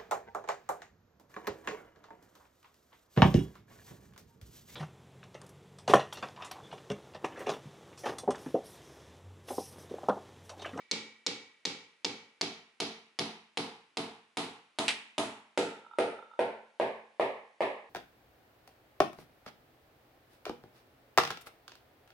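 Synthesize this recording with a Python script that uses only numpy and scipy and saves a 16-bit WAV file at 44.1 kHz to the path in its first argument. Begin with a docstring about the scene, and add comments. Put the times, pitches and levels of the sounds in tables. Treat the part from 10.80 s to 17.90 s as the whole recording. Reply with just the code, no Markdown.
"""Near the corner of a room, a claw hammer drives a nail into a painted wall, about 2.5 blows a second.
The first taps are bright and the free shank sings in its bending modes; as the nail sinks, the wall
takes over with a hollow knock. Ceiling and side wall reflect at once, then the room reverberates.
Over a faint hiss, something small and hard clacks once just after a blow, and later a focus motor
chirps faintly beside the microphone."""
import sys
import numpy as np
from scipy import signal
from scipy.fft import rfft, irfft
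from scipy.io import wavfile

SR = 44100
rng = np.random.default_rng(int(sys.argv[2]) if len(sys.argv) > 2 else 0)


def wav_record(signal):
    """Record a signal, one row per channel, as 16-bit PCM in the file named by sys.argv[1]."""
    frames = np.transpose(np.atleast_2d(signal))
    bounded = np.clip(frames, -1, 1)
    # unit amplitude maps onto the largest positive 16-bit level
    quanta = np.round(bounded * 32767).astype(np.int16)
    wavfile.write(sys.argv[1], SR, quanta)


N = 312915
BLOW_S, FFT_SIZE = 0.8, 2 ** 16
AGE = np.arange(int(BLOW_S * SR)) / SR   # time since an impact, t/s
HZ = np.maximum(np.fft.rfftfreq(FFT_SIZE, 1 / SR), 1)


def from_db(db):
    """Amplitude ratio of a level: tenfold for every 20 dB."""
    return 10 ** (np.asarray(db) / 20)


def at_hz(points, hz):
    """Interpolation of (f/Hz, value) points on a logarithmic frequency axis."""
    points = np.array(points)
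    return np.interp(np.log(hz), np.log(points[:, 0]), points[:, 1])


def hump(hz, octaves):
    """Gaussian bell of height 1 on the logarithmic frequency axis."""
    return np.exp(-(np.log2(HZ / hz) / octaves) ** 2)


def glide(from_hz, to_hz, share):
    """Geometric interpolation: equal shares span equal pitch intervals."""
    return from_hz * (to_hz / from_hz) ** share


def panned(db):
    """Left and right gains for an interchannel level difference, positive to the left."""
    return from_db(np.array([[db], [-db]]) / 2)


def causal(db):
    """Minimum-phase response with these levels: no sound precedes its cause."""
    cepstrum = irfft(np.log(from_db(db)))
    cepstrum[1:FFT_SIZE // 2] *= 2
    cepstrum[FFT_SIZE // 2 + 1:] = 0
    return np.exp(rfft(cepstrum))


def to_time(spectrum):
    """Inverse Fourier transform, one blow long, faded over the last 0.1 s."""
    return irfft(spectrum)[:, :len(AGE)] * np.minimum((BLOW_S - AGE) * 10, 1)


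def add(out, sound, start_s):
    """Linear superposition of a stereo sound from start_s on."""
    at = int(round(start_s * SR))
    first, last = max(at, 0), min(at + sound.shape[1], N)
    out[:, first:last] += sound[:, first - at:last - at]


def mode(hz, db, t60, phase):
    """Free vibration of a damped oscillator whose resonance peak stands at db."""
    tau = t60 / np.log(1000)
    return from_db(db) * 2 / (tau * SR) * np.exp(-AGE / tau) * np.sin(2 * np.pi * hz * AGE + phase)


def joint_colour(grip, seat, trough_db=-7, knock_db=9):
    """Coupling of nail and board: a treble trough falls with the grip, a knock rises as the nail seats."""
    takeover = np.clip(seat / 0.33, 0, 1)
    trough = trough_db * hump(glide(11200, 5340, grip), octaves=0.44)
    knock = knock_db * hump(glide(380, 545, seat), octaves=0.72)
    return (1 - takeover) * trough + takeover * knock


def stroke_colour(bright_db, null_hz, null_db=-11, lobe_db=4):
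    """Finite contact time leaves a spectral null with a lobe above it; a squarer hit is brighter."""
    tilt = at_hz([(700, 0), (3500, bright_db)], HZ)
    return tilt + null_db * hump(null_hz, octaves=0.16) + lobe_db * hump(1.267 * null_hz, octaves=0.16)


def linger():
    """Group delay: all-pass resonances stretch a click into a burst of a few cycles."""
    # resonances of nail and board: f/Hz, bandwidth/Hz
    resonances = [(2400, 510), (4000, 840), (6000, 1200)]
    response = 1
    for hz, width_hz in resonances:
        pole = hz ** 2 - HZ ** 2 + 1j * HZ * width_hz
        response = response * np.conj(pole) / pole
    return response


def contact(depth, bright_db, null_hz, grip_depth=0.6):
    """Impact excitation: the spectrum passes from free to gripped to seated as the nail sinks."""
    # contact while the nail stands free: f/Hz, level/dB
    free = [(140, 1.5), (290, 10), (550, 6), (1000, -2.5), (2300, -0.5), (4200, 5.5), (6500, -2),
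            (10000, -10)]
    # contact once the wall grips the shank: f/Hz, level/dB
    gripped = [(140, 8.5), (290, 16.5), (550, 14.5), (1000, 11), (2300, 2.5), (4200, 5), (6500, 2),
               (10000, -5.5)]
    # contact with the nail driven home: f/Hz, level/dB
    seated = [(140, 1), (290, 11), (550, 16.5), (1000, 14.8), (2300, 6.7), (4200, -8), (6500, -22.5),
              (10000, -19)]
    # radiation of any blow by the wall: f/Hz, level/dB
    radiation = [(30, -35), (72, -19.5), (108, -3.5), (230, -4.5), (285, -3.5), (325, -9), (385, -3),
                 (490, -0.5), (680, -0.5), (950, -1.5), (1600, -8), (2200, -3), (5000, -5), (11000, -7.5)]
    grip = np.clip(depth / grip_depth, 0, 1)
    seat = np.clip((depth - grip_depth) / (1 - grip_depth), 0, 1)
    stage_db = (1 - grip) * at_hz(free, HZ) + (grip - seat) * at_hz(gripped, HZ) + seat * at_hz(seated, HZ)
    colour_db = joint_colour(grip, seat) + stroke_colour(bright_db, null_hz) + at_hz(radiation, HZ)
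    return causal(stage_db + colour_db) * linger()


def direct_path(time_s, low_hz=500, high_hz=3000, bass_hz=330, jitter_s=0.00013):
    """Interference of direct sound and two reflections; the shoulder increasingly shadows the treble."""
    # direct sound against the room: t/s, level at low_hz/dB, level at high_hz/dB
    shadow = [(0, -7.5, 6), (1.202, -3.5, 5.5), (2.999, -7.5, 3), (4.4, -5, 1), (5.2, -0.5, -3),
              (7.1, -3, -9)]
    # reflections from ceiling and side wall: delay/s, relative gain, left minus right/dB
    echoes = [(.0033, 1, 7), (.0053, 0.37, -16.5)]
    times, lows, highs = np.transpose(shadow)
    low_db, high_db = np.interp(time_s, times, lows), np.interp(time_s, times, highs)
    shade_db = at_hz([(low_hz, low_db), (high_hz, high_db)], HZ)
    bass_cut_db = -10 * np.log10(1 + (bass_hz / HZ) ** 2)
    mirror = from_db(at_hz([(low_hz, -7), (high_hz, 0)], HZ))   # short waves reflect cleanly
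    paths, power = np.ones((2, 1)), 1
    for delay, gain, pan_db in echoes:
        lag = delay + jitter_s * (rng.normal() + 0.1 * rng.normal(size=(2, 1)))
        paths = paths + gain * mirror * panned(pan_db) * np.exp(-2j * np.pi * HZ * lag)
        power = power + (gain * mirror) ** 2
    return causal(shade_db + bass_cut_db) * paths / np.sqrt(power)


def shank(ring_db):
    """Resonant filtering: the shank colours the click for as long as it stands free."""
    # peaks and dips of the free shank: f/Hz, width/Hz, level/dB
    bands = [(2300, 150, 5), (2900, 350, -7), (3800, 180, 4), (4350, 280, 5), (5350, 250, 5),
             (6500, 800, 7), (9800, 1300, -7)]
    freedom = np.clip(0.5 + ring_db / 24, 0, 1)
    colour_db = sum(db * np.exp(-((HZ - hz) / width_hz) ** 2) for hz, width_hz, db in bands)
    return causal(freedom * colour_db)


def plaster_crunch(share=0.39, decay_s=0.0018, above_hz=1500):
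    """Friction noise: a brief slip through plaster roughens the treble of a click."""
    grit = rng.standard_normal(len(AGE)) * np.exp(-AGE / decay_s)
    noisy_share = share / (1 + (above_hz / HZ) ** 2)
    return np.sqrt(1 - noisy_share) + np.sqrt(noisy_share) * rfft(grit / np.linalg.norm(grit), FFT_SIZE)


def wall(modes, phases, build_s=0.012, scatter_db=2.5):
    """Panel modes build up as bending waves cross the wall; each blow weights them anew."""
    ringing = sum(mode(hz, db + scatter_db * rng.normal(), t60, phase)
                  for (hz, db, t60), phase in zip(modes, phases))
    return rfft(ringing * (1 - np.exp(-AGE / build_s)), FFT_SIZE)


def steel(modes, spread, count):
    """Beating: clusters of close steel modes, each reaching the two ears with different phases."""
    out = 0
    for hz, db, t60 in modes:
        for offset in np.linspace(-1, 1, count) + rng.uniform(-0.12, 0.12, count):
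            phase = rng.uniform(0, 2 * np.pi) + rng.normal(0, 0.57, (2, 1))
            out = out + mode(hz * (1 + spread * offset), db, t60, phase)
    return out / np.sqrt(count)


def room_tail(gap_s=0.0063, build_s=0.0025):
    """Diffuse field: third-octave noise bands, each decaying exponentially at its own rate."""
    # reverberation time: f/Hz, T60/s
    decay = [(100, 0.39), (260, 0.38), (700, 0.48), (1200, 0.61), (2200, 0.59), (4500, 0.4333),
             (7000, 0.4465), (11000, 0.4054)]
    # strength of the reverberation: f/Hz, level/dB
    levels = [(100, -1), (300, 4), (550, -4.5), (1000, 0.5), (4000, 1.5), (11000, 0.5)]
    # stereo width: f/Hz, side against mid/dB
    width = [(120, -23), (250, -18.5), (500, -10), (1000, -5), (2000, 1), (10000, -2)]
    out = np.zeros((2, len(AGE)))
    white = rfft(rng.standard_normal((2, FFT_SIZE)))
    edges_hz = np.geomspace(20, 16000, 30)
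    swell = 1 - np.exp(-np.maximum(AGE - gap_s, 0) / build_s)
    for low, high in zip(edges_hz, edges_hz[1:]):
        hz = np.sqrt(low * high)
        band = irfft(white * ((HZ >= low) & (HZ < high)))[:, :len(AGE)]
        band = band * swell * from_db(-60 * AGE / at_hz(decay, hz))
        energy = np.sum(band ** 2, axis=1, keepdims=True)
        mid, side = band * np.sqrt(2 * (high - low) / SR / energy)
        out += from_db(at_hz(levels, hz)) * (mid + from_db(at_hz(width, hz)) * side * [[1], [-1]])
    return rfft(out, FFT_SIZE)


def hammering(free_ring_db=4, ring_loss_db=52):
    """Convolution: each blow excites direct path, wall and a room that shifts as the microphone moves."""
    # hammer blows: t/s, relative level/dB, brightness/dB, contact null f/Hz
    blows = [(-0.25, 2, 0, 680), (0.1127, 0.5, 0, 674), (0.4647, -0.5, 0.5, 640), (0.8524, -1, 0.5, 650),
             (1.2465, -0.05, -1.5, 637), (1.6119, 0.6, 0, 555), (2.002, 0, 1, 548),
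             (2.3893, 1.15, -0.5, 570), (2.7726, 1, -2, 605), (3.171, -0.46, -2, 560),
             (3.571, -0.5, 0.5, 585), (3.9869, 0, 1.5, 523), (4.381, 0.5, 0.5, 502), (4.7754, 1.5, 0, 1080),
             (5.1862, 1.8, -2.2, 1050), (5.5917, -0.5, -2.5, 1214), (5.9989, -0.5, -1, 1330),
             (6.3972, 0.2, 0, 1450), (6.8063, -1, 2, 1430)]
    # sinking of the nail: t/s, share of its travel
    travel = [(0.11, 0.03), (1.25, 0.13), (2.77, .39), (4.38, 0.62), (4.78, 0.69), (5.19, 0.83),
              (5.59, 0.92), (6.81, 0.99)]
    # modes of the wall panel: f/Hz, level/dB, T60/s
    wall_modes = [(120.5, 7.5, 0.34), (170.8, 11, 0.4), (220.4, 11.5, 0.53), (266.3, 2, 0.22),
                  (288.3, 5.5, 0.4), (345.7, 7.5, .36), (389, 7, 0.35), (450, 11, 0.42), (489.5, 9, 0.24),
                  (662, 9.5, 0.22), (895, 8, 0.54), (1240, 11, 0.22), (1370, 9.5, .7), (2550, 6, 0.61),
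                  (3670, 6, .7)]
    # bending modes of the free shank: f/Hz, level/dB, T60/s
    nail_modes = [(1930, 15, 0.9), (2200, 18, 0.66), (2300, 21.5, 0.75)]
    # blows that set the steel singing: t/s, f/Hz, level/dB, T60/s, relative spread of the cluster
    steel_rings = [(2.7725, 4850, 9, .45, 0.036), (4.382, 10000, 15.5, 0.29, 0.036),
                   (4.776, 7550, 14, 0.38, 0.067), (5.184, 8920, 14.5, .42, 0.02),
                   (5.5915, 8900, 4, 0.32, .02)]
    out = np.zeros((2, N))
    tails = [room_tail() for _ in range(7)]
    phases = rng.uniform(0, 2 * np.pi, len(wall_modes))
    for start_s, strength_db, bright_db, null_hz in blows:
        depth = np.interp(start_s, *np.transpose(travel))
        ring_db = free_ring_db - ring_loss_db * depth
        progress = np.clip(start_s * SR / N, 0, 0.999)
        place, between = divmod(progress * (len(tails) - 1), 1)
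        tail = np.sqrt(1 - between) * tails[int(place)] + np.sqrt(between) * tails[int(place) + 1]
        click = direct_path(start_s) * shank(ring_db) * plaster_crunch()
        response = click + tail + wall(wall_modes, phases)
        knock = to_time(contact(depth, bright_db, null_hz) * response)
        ring = from_db(ring_db) * steel(nail_modes, spread=0.013, count=3)
        add(out, from_db(strength_db) * (knock + ring), start_s)
    for start_s, hz, db, t60, spread in steel_rings:
        add(out, steel([(hz, db, t60)], spread, count=5), start_s)
    return out


def room_floor(level_db=-74, side_db=-5):
    """Stationary noise: still air and microphone hiss lie faintly under everything."""
    # spectral density of the hiss: f/Hz, relative level/dB
    density = [(30, -17.5), (100, -7), (300, 6), (900, 1.5), (2500, 7), (4000, 0), (7000, -7.5),
               (11000, -11.5)]
    hz = np.maximum(np.fft.rfftfreq(N, 1 / SR), 1)
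    white = rfft(rng.standard_normal((2, N)))
    mid, side = irfft(white * from_db(at_hz(density, hz)), N)
    return from_db(level_db) * (mid + from_db(side_db) * side * [[1], [-1]]) / np.std(mid)


def stray_clack(start_s=4.0815, rattle_s=0.026, room_db=-10):
    """Impact and rebound: something small and hard rattles to rest, so near that direct sound dominates."""
    # spectrum of the impact: f/Hz, level/dB
    colour = [(40, -14), (130, -17), (300, -2), (700, 3), (1300, 2), (2400, 14), (4400, 6), (6800, -5),
              (8500, -2), (11000, -12)]
    # bounces: delay/s, gain
    bounces = [(0, .55), (.0097, .3), (.0118, .16), (.026, .22)]
    out = np.zeros((2, N))
    strikes = sum(gain * np.exp(-2j * np.pi * HZ * delay) for delay, gain in bounces)
    mid, side = rng.standard_normal((2, len(AGE))) * np.exp(-AGE / rattle_s)
    rattle = (mid + side * [[0.5], [-0.5]]) / np.linalg.norm(mid)
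    room = from_db(room_db) * room_tail()
    response = strikes * plaster_crunch() + rfft(rattle, FFT_SIZE) + room
    add(out, to_time(causal(at_hz(colour, HZ)) * response), start_s)
    return out


def focus_motor(swell_s=0.0034, room_db=-5):
    """Structure-borne sound: each motor step briefly shakes the lens barrel, close to the right ear."""
    # motor steps: t/s, relative level/dB
    steps = [(5.0469, -54), (5.0637, -49), (5.1113, -46), (5.1342, -45), (5.388, -45.5), (5.424, -46.5),
             (5.5126, -49), (5.5348, -48)]
    # resonances of the barrel: f/Hz, relative level/dB
    barrel = [(900, -4), (1335, 0.5), (2900, -26), (3620, -20.5)]
    out = np.zeros((2, N))
    envelope = (AGE / swell_s * np.exp(1 - AGE / swell_s)) ** 2
    response = panned(db=-8) + from_db(room_db) * room_tail()
    for start_s, step_db in steps:
        tones = sum(from_db(db) * np.sin(2 * np.pi * (hz * AGE + rng.random())) for hz, db in barrel)
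        chirp = to_time(rfft(tones * envelope, FFT_SIZE) * response)
        add(out, from_db(step_db) * chirp, start_s)
    return out


def scene():
    """Superposition of all sources, with hammering and clack shifted a little to the right."""
    return (hammering() + stray_clack()) * panned(db=-0.9) + focus_motor() + room_floor()


def record(dry, cutoff_hz=11200):
    """Band limiting: an elliptic low-pass cuts the top steeply."""
    return signal.sosfilt(signal.ellip(10, 0.2, 70, cutoff_hz, fs=SR, output="sos"), dry)


dry = scene()
out = record(dry)
wav_record(out)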